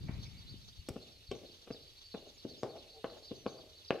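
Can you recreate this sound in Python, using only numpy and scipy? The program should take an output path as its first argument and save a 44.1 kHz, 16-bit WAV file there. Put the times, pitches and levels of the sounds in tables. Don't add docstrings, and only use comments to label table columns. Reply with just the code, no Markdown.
import sys
import numpy as np
from scipy import signal
from scipy.fft import rfft, irfft
from scipy.io import wavfile

SR = 44100
rng = np.random.default_rng(int(sys.argv[2]) if len(sys.argv) > 2 else 0)


def wav_record(signal):
    frames = np.transpose(np.atleast_2d(signal))
    bounded = np.clip(frames, -1, 1)
    quanta = np.round(bounded * 32767).astype(np.int16)
    wavfile.write(sys.argv[1], SR, quanta)


N = 176400
T = np.arange(N) / SR

# (time [s], level [dB], thump pitch [Hz], thump low-pass [Hz], first touch [dB],
# crack [dB], crack low-pass [Hz], tail [dB], reflection delay [s], reflection [dB])
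BLOWS = [(0.8873, -31.5, 284, 810, -35, 1, 10600, 1.5, .0034, -2),
         (0.9643, -33.5, 263, 660, -7, -6.5, 2930, -1.5, 0.004, -8),
         (1.3142, -31, 430, 470, -24, 1, 5560, 4, 0.0026, -5),
         (1.6750, -44, 372, 1200, -8, 3.5, 2900, 2.5, 0.004, -2),
         (1.7092, -31, 290, 726, -4, -4, 2820, -4.5, .0041, -21),
         (1.746, -43, 420, 600, -20, -1, 2500, -2, 0.00423, -4),
         (2.1472, -29.5, 305, 1100, -6.5, -8, 2800, 0.5, 0.0041, -8),
         (2.451, -32, 293, 445, -16, -23, 2000, 1, 0.0033, -6),
         (2.6327, -21.5, 444, 1300, -20, -13, 6300, 2.5, .0045, -31),
         (3.0437, -22.5, 480, 1740, -27, -12.5, 3480, 1.5, 0.00404, -5),
         (3.3155, -32.5, 288, 490, -8.5, -5.5, 3000, -0.5, 0.0039, -9),
         (3.4638, -21, 352, 1300, -15, -7.5, 3260, -1, .0038, -9.5),
         (3.9065, -12.5, 435, 1980, -29, -5.5, 2630, 0, 0.0043, -10)]
BLOW_PAN_DB, TOUCH_LEAD_S = 2.4, .0044
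PUSH_S, PUSH_DB = .00079, -21
def carpet():
    out, paths = np.zeros((2, N)), yard_paths()
    for s, db, thump_hz, edge_hz, touch_db, crack_db, top_hz, tail_db, delay, reflection_db in BLOWS:
        pulse = from_db(db) * blow(thump_hz, edge_hz, crack_db, top_hz)
        add(out, s - PUSH_S, from_db(db + PUSH_DB) * np.hanning(int(PUSH_S * SR)))
        add(out, s - TOUCH_LEAD_S, from_db(touch_db) * pulse)
        add(out, s, pulse)
        add(out, s + delay, from_db(reflection_db) * pulse)
        add(out, s, from_db(tail_db) * sum(scatter(pulse, envelope, field) for envelope, field in paths))
    return pan(BLOW_PAN_DB) * out


# (frequency [Hz], gain [dB], Q [-])
CRACK_PEAKS = [(5160, 8.5, 20), (8000, 15, 21), (9870, -21, 0.56), (12700, 16, 20)]
# (frequency [Hz], gain [dB], Q [-])
SNOW_PATH = [(129, 9, 2.86), (470, 3.5, 3.75), (722, -6, 9), (936, -22, 7.1), (1100, 3, 18.6),
             (1980, -10.5, 1.11), (2520, 2.5, 9.1)]
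THUMP_Q, THUMP_LOW_HZ, CRACK_DECAY_S, CRACK_LOW_HZ = .82, 50, .0017, 1300
def blow(thump_hz, edge_hz, crack_db, top_hz):
    t = T[:SR // 20]
    swing = signal.lfilter(*signal.iirpeak(thump_hz, THUMP_Q, fs=SR), -1. * (t == 0))
    swing = cut(cut(swing, edge_hz, "low"), THUMP_LOW_HZ, "high", order=1)
    hiss = coloured(rng.standard_normal(len(t)), CRACK_PEAKS)
    hiss = unit(cut(cut(hiss, CRACK_LOW_HZ, "high"), top_hz, "low", order=4))
    crack = from_db(crack_db) * hiss * np.exp(-t / CRACK_DECAY_S) / 2
    return coloured(swing / np.abs(swing).max() + crack, SNOW_PATH)


# (frequency [Hz], gain [dB])
TAIL_SPECTRUM = [(60, -8), (120, -3), (170, -5), (280, -0.5), (340, 1.5), (435, 1), (530, 0.5), (650, 3),
                 (800, 3), (1000, -2), (2000, 0.5), (5000, -3.5), (8000, -8), (14000, -2)]
# (delay [s], spread [s], relative level [dB])
ECHOES = [(0.084, 0.013, -25.5), (0.132, 0.011, -13), (0.337, 0.022, -28.5)]
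# (frequency [Hz], gain [dB], Q [-])
ECHO_PEAKS = [(417, 5, 18), (630, 7, 6.7), (724, 3.5, 22)]
EARLY_DB, EARLY_T60_S, LATE_DB, LATE_T60_S = -5.5, .08, -6, .72
TAIL_SIDE_DB, TAIL_PATCHY_DB, TREBLE_FROM_HZ, TREBLE_LOSS_DB_PER_S = -10.5, 2, 965, 51
def yard_paths():
    t = T[:SR]
    arrived = t > .0043
    early = energy(arrived * from_db(-60 * t / EARLY_T60_S), EARLY_DB)
    late = energy(arrived * from_db(-60 * t / LATE_T60_S), LATE_DB)
    tail = np.hypot(early, late)
    echoes = sum(energy(np.exp(-((t - delay) / spread) ** 2 / 2), db) for delay, spread, db in ECHOES)
    rms_gain = np.sqrt(np.mean(at_hz(TAIL_SPECTRUM, np.arange(SR // 2)) ** 2))
    field = noise(TAIL_SPECTRUM, [(1, TAIL_SIDE_DB)])
    field = rms_gain * unit(field * from_db(TAIL_PATCHY_DB * drift(60)))
    return [(tail, cut(field, TREBLE_FROM_HZ, "low", order=4)),
            (tail * from_db(-TREBLE_LOSS_DB_PER_S * t), cut(field, TREBLE_FROM_HZ, "high", order=4)),
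            (echoes, from_db(-5.5) * coloured(field, ECHO_PEAKS))]


BIRD_WET_DB, BIRD_T60_S, BIRD_SIDE_DB, BIRD_PAN_DB, BIRD_LAG_S = -6, .3, -6.5, -2, .00045
def birds():
    song = chirps() + whistles() + hoarse_calls() + flock()
    blur = energy(from_db(-60 * T[:SR] / BIRD_T60_S), BIRD_WET_DB)
    side = [(1, BIRD_SIDE_DB)]
    far = chatter(side)
    scattered = scatter(song, blur, noise([(1, 0)], side))
    left, right = pan(BIRD_PAN_DB) * (from_db(-2.5) * song + scattered + far)
    return np.array([left, np.interp(T - BIRD_LAG_S, T, right)])


# (time [s], level [dB], pitch [Hz], length [s])
CHIRPS = [(0.191, -59, 4320, 0.044), (.375, -56.5, 4600, 0.03), (0.476, -52, 4380, 0.043),
          (0.612, -67, 4120, 0.043), (0.772, -59.5, 4400, 0.045), (1.012, -54, 4300, 0.027),
          (1.139, -60.5, 4250, 0.053), (1.266, -55.5, 4200, 0.036), (1.453, -55, 4200, 0.026),
          (1.722, -50, 4840, 0.021), (1.788, -59, 4280, 0.058), (1.876, -53.5, 4540, 0.01),
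          (1.96, -57.5, 4320, 0.042), (2.033, -55.5, 4570, 0.058), (2.109, -52, 4234, .04),
          (2.206, -58, 4260, 0.023), (2.375, -57.5, 4460, 0.041), (2.487, -52.5, 4410, 0.045),
          (2.687, -56, 4400, 0.037), (2.776, -54.5, 4115, 0.03), (2.882, -59, 4400, 0.098),
          (3.093, -55, 4325, 0.028), (3.223, -53.5, 4570, 0.05), (3.271, -51.5, 4520, 0.025),
          (3.342, -56.5, 4320, 0.029), (3.468, -56, 4450, 0.028), (3.575, -53.5, 4570, 0.019),
          (3.767, -55.5, 4260, 0.033), (3.846, -51, 4680, 0.0076), (3.879, -47.5, 4680, 0.014)]
FALL_S, FALL_DB, FALL_RATIO, FALL_SLIDE, CHIRP_SLIDE_SPREAD = .04, -5.5, .78, -.19, .06
def chirps():
    slides = CHIRP_SLIDE_SPREAD * rng.standard_normal(len(CHIRPS))
    notes = [(*chirp, slide) for chirp, slide in zip(CHIRPS, slides)]
    falls = [(s + length, db + FALL_DB, hz * FALL_RATIO, min(FALL_S, 2 * length), FALL_SLIDE)
             for s, db, hz, length in CHIRPS]
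    return glides(notes + falls, rough=.054)


# (time [s], level [dB], pitch [Hz], length [s], slide [share of pitch])
WHISTLES = [(.28, -74, 6100, 0.032, -.05), (.63, -68, 6050, .05, .04), (1.345, -59.5, 6100, 0.031, 0),
            (2.277, -66, 6750, .017, 0.094), (2.34, -67, 6850, 0.025, -.06),
            (2.565, -57, 5050, 0.038, 0.054), (2.575, -65, 6480, 0.061, -.04),
            (3.175, -70.5, 6600, .025, -0.043), (3.33, -64, 6050, 0.11, -0.028),
            (3.485, -60.5, 6230, 0.054, 0.025)]
def whistles():
    return glides(WHISTLES, rough=.017)


# (time [s], level [dB], pitch [Hz], length [s], slide [share of pitch])
HOARSE_CALLS = [(.05, -64.5, 2410, 0.16, 0), (.245, -59, 2340, 0.032, 0), (.31, -70.5, 2300, 0.138, 0.0016)]
def hoarse_calls():
    return glides(HOARSE_CALLS, rough=.07)


# (pitch [Hz], level [dB])
FLOCK_REGISTERS = [(3150, -71.5), (4300, -62.5), (6050, -78)]
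FLOCK_PER_S, FLOCK_LENGTH_S = 55, .018
SPREAD_DB, SPREAD_OCTAVES, SPREAD_SLIDE = 2.5, .16, .11
def flock():
    out = np.zeros(N)
    for hz, db in FLOCK_REGISTERS:
        draws = rng.standard_normal((400, 4))
        times = np.cumsum(rng.exponential(1, len(draws))) / FLOCK_PER_S
        notes = [(s, db + SPREAD_DB * loud, hz * 2 ** (SPREAD_OCTAVES * high),
                  FLOCK_LENGTH_S * np.exp(.3 * long), SPREAD_SLIDE * lean)
                 for s, (loud, high, long, lean) in zip(times, draws) if s < N / SR]
        out += glides(notes, rough=.022)
    return out


# (frequency [Hz], gain [dB])
CHATTER_SPECTRUM = [(1200, -9), (2000, -18.5), (2700, -19), (3400, 1), (4400, 0.5), (5200, -7), (6200, -4),
                    (7000, -25), (9000, -29)]
CHATTER_DB, CHATTER_FLICKER_DB = -69, 5.5
def chatter(side):
    return from_db(CHATTER_DB + CHATTER_FLICKER_DB * drift(15)) * noise(CHATTER_SPECTRUM, side)


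# (time [s], level [dB], pitch [Hz], length [s], slide [share of pitch])
FAR_TONES = [(2.7, -55, 630, 0.076, 0.077), (2.94, -64, 764, 0.065, -.02), (2.94, -61, 445, 0.086, -0.036),
             (3.6, -67.5, 644, .13, -0.012)]
def far_tones():
    return pan(BLOW_PAN_DB) * glides(FAR_TONES, rough=.055)


# (time [s], peak level [dB], pitch [Hz])
BUFFETS = [(0.0956, -29, 145), (0.543, -41.5, 165), (0.796, -43.5, 56.6), (0.908, -40, 97),
           (1.296, -45, 63)]
# (time [s], level [dB])
WIND_ENVELOPE = [(0, -43.5), (.06, -44.5), (.12, -44.5), (.21, -44), (.3, -53), (.55, -51), (.72, -59.5),
                 (.9, -60.5), (1.1, -77), (1.35, -64), (1.6, -97.5), (4, -90)]
# (frequency [Hz], gain [dB])
WIND_SPECTRUM = [(20, -17), (45, -0.5), (80, 6.5), (130, 1.5), (220, -8), (400, -20), (900, -45),
                 (2000, -47), (6000, -138)]
WIND_PAN_DB, WIND_SIDE_DB, GUST_DB, GUST_HZ = 5, -6, 2.5, 14
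def wind():
    buffets = np.zeros(N)
    for s, db, hz in BUFFETS:
        phase = 2 * np.pi * hz * (T - s)
        buffets -= from_db(db) * phase * np.exp((1 - phase ** 2) / 2)
    gusts = from_db(GUST_DB * drift(GUST_HZ) - .5)
    rumble = level(WIND_ENVELOPE) * gusts * noise(WIND_SPECTRUM, [(1, WIND_SIDE_DB)])
    return pan(WIND_PAN_DB) * (rumble + buffets)


# (time [s], level [dB])
RUSTLE_ENVELOPE = [(0, -73), (.083, -71), (.086, -49), (.11, -57.5), (.25, -72), (.52, -71), (.62, -80),
                   (.9, -100)]
# (frequency [Hz], gain [dB])
RUSTLE_SPECTRUM = [(200, 12), (600, 11), (1150, 6), (1700, 3.5), (2300, 9), (3200, -14), (6000, -42),
                   (14000, -39)]
def rustle():
    return level(RUSTLE_ENVELOPE) * noise(RUSTLE_SPECTRUM, AIR_WIDTH)


# (frequency [Hz], gain [dB])
AIR_SPECTRUM = [(25, -3.5), (60, 2), (105, 2), (170, -22.5), (450, -19), (900, -25.5), (1600, -24.5),
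                (2700, -15), (4400, -13.5), (6200, -21), (7000, -26), (9000, -28.5), (12000, -26),
                (13500, -32), (15500, -37)]
# (frequency [Hz], side-to-mid ratio [dB])
AIR_WIDTH = [(40, -3), (400, -18), (1000, -4.5), (2300, -5.5), (4400, -2.5), (8000, -2), (12000, -6)]
AIR_DB, AIR_FLICKER_DB = -63.5, .4
def air():
    return from_db(AIR_DB + AIR_FLICKER_DB * drift(8.9)) * noise(AIR_SPECTRUM, AIR_WIDTH)


def glides(notes, rough, arch=.04):
    out, warble = np.zeros(N), drift(388)
    for s, db, hz, length, slide in notes:
        u = np.linspace(-1, 1, int(max(length, .005) * SR))
        jitter = rough * warble.take(int(s * SR) + np.arange(len(u)), mode="wrap")
        pitch = hz * (1 + slide * u - arch * u ** 2 + jitter)
        envelope = from_db(db) * np.sqrt(2 * (1 - u ** 2))
        add(out, s, envelope * np.sin(2 * np.pi * np.cumsum(pitch) / SR))
    return out


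def scatter(x, envelope, field):
    start = rng.integers(N - len(envelope))
    response = field[:, start:start + len(envelope)] * envelope
    return signal.fftconvolve(x[None], response, axes=1)[:, :N]


def noise(spectrum, width):
    hz = np.arange(N // 2 + 1) * SR / N
    mid, side = rfft(rng.standard_normal((2, N))) * at_hz(spectrum, hz) * (hz > 15)
    side = side * at_hz(width, hz)
    return unit(irfft([mid + side, mid - side], N))


def drift(hz):
    return unit(cut(rng.standard_normal(N + SR), hz, "low")[SR:])


def coloured(x, peaks):
    for hz, db, q in peaks:
        x = x + (from_db(db) - 1) * signal.lfilter(*signal.iirpeak(hz, q, fs=SR), x)
    return x


def cut(x, hz, kind, order=2):
    return signal.sosfilt(signal.butter(order, hz, kind, fs=SR, output="sos"), x)


def from_db(db):
    return 10 ** (np.asarray(db) / 20)


def unit(x):
    return x / np.sqrt(np.mean(x ** 2) + 1e-20)


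def energy(envelope, db):
    return from_db(db) * unit(envelope) / np.sqrt(len(envelope))


def at_hz(points, hz):
    f, db = np.transpose(points)
    return from_db(np.interp(np.log(hz + 1e-3), np.log(f), db))


def level(points):
    return from_db(np.interp(T, *np.transpose(points)))


def pan(db):
    return from_db(np.array([[db], [-db]]) / 2)


def add(track, s, x):
    i = int(np.clip(s * SR, 0, N - 1))
    track[..., i:i + x.shape[-1]] += x[..., :N - i]


def scene():
    return carpet() + far_tones() + birds() + wind() + rustle() + air()


CUTOFF_HZ = 15700
def record(dry):
    return signal.sosfilt(signal.ellip(10, .1, 70, CUTOFF_HZ, fs=SR, output="sos"), dry)


dry = scene()
out = record(dry)
wav_record(out)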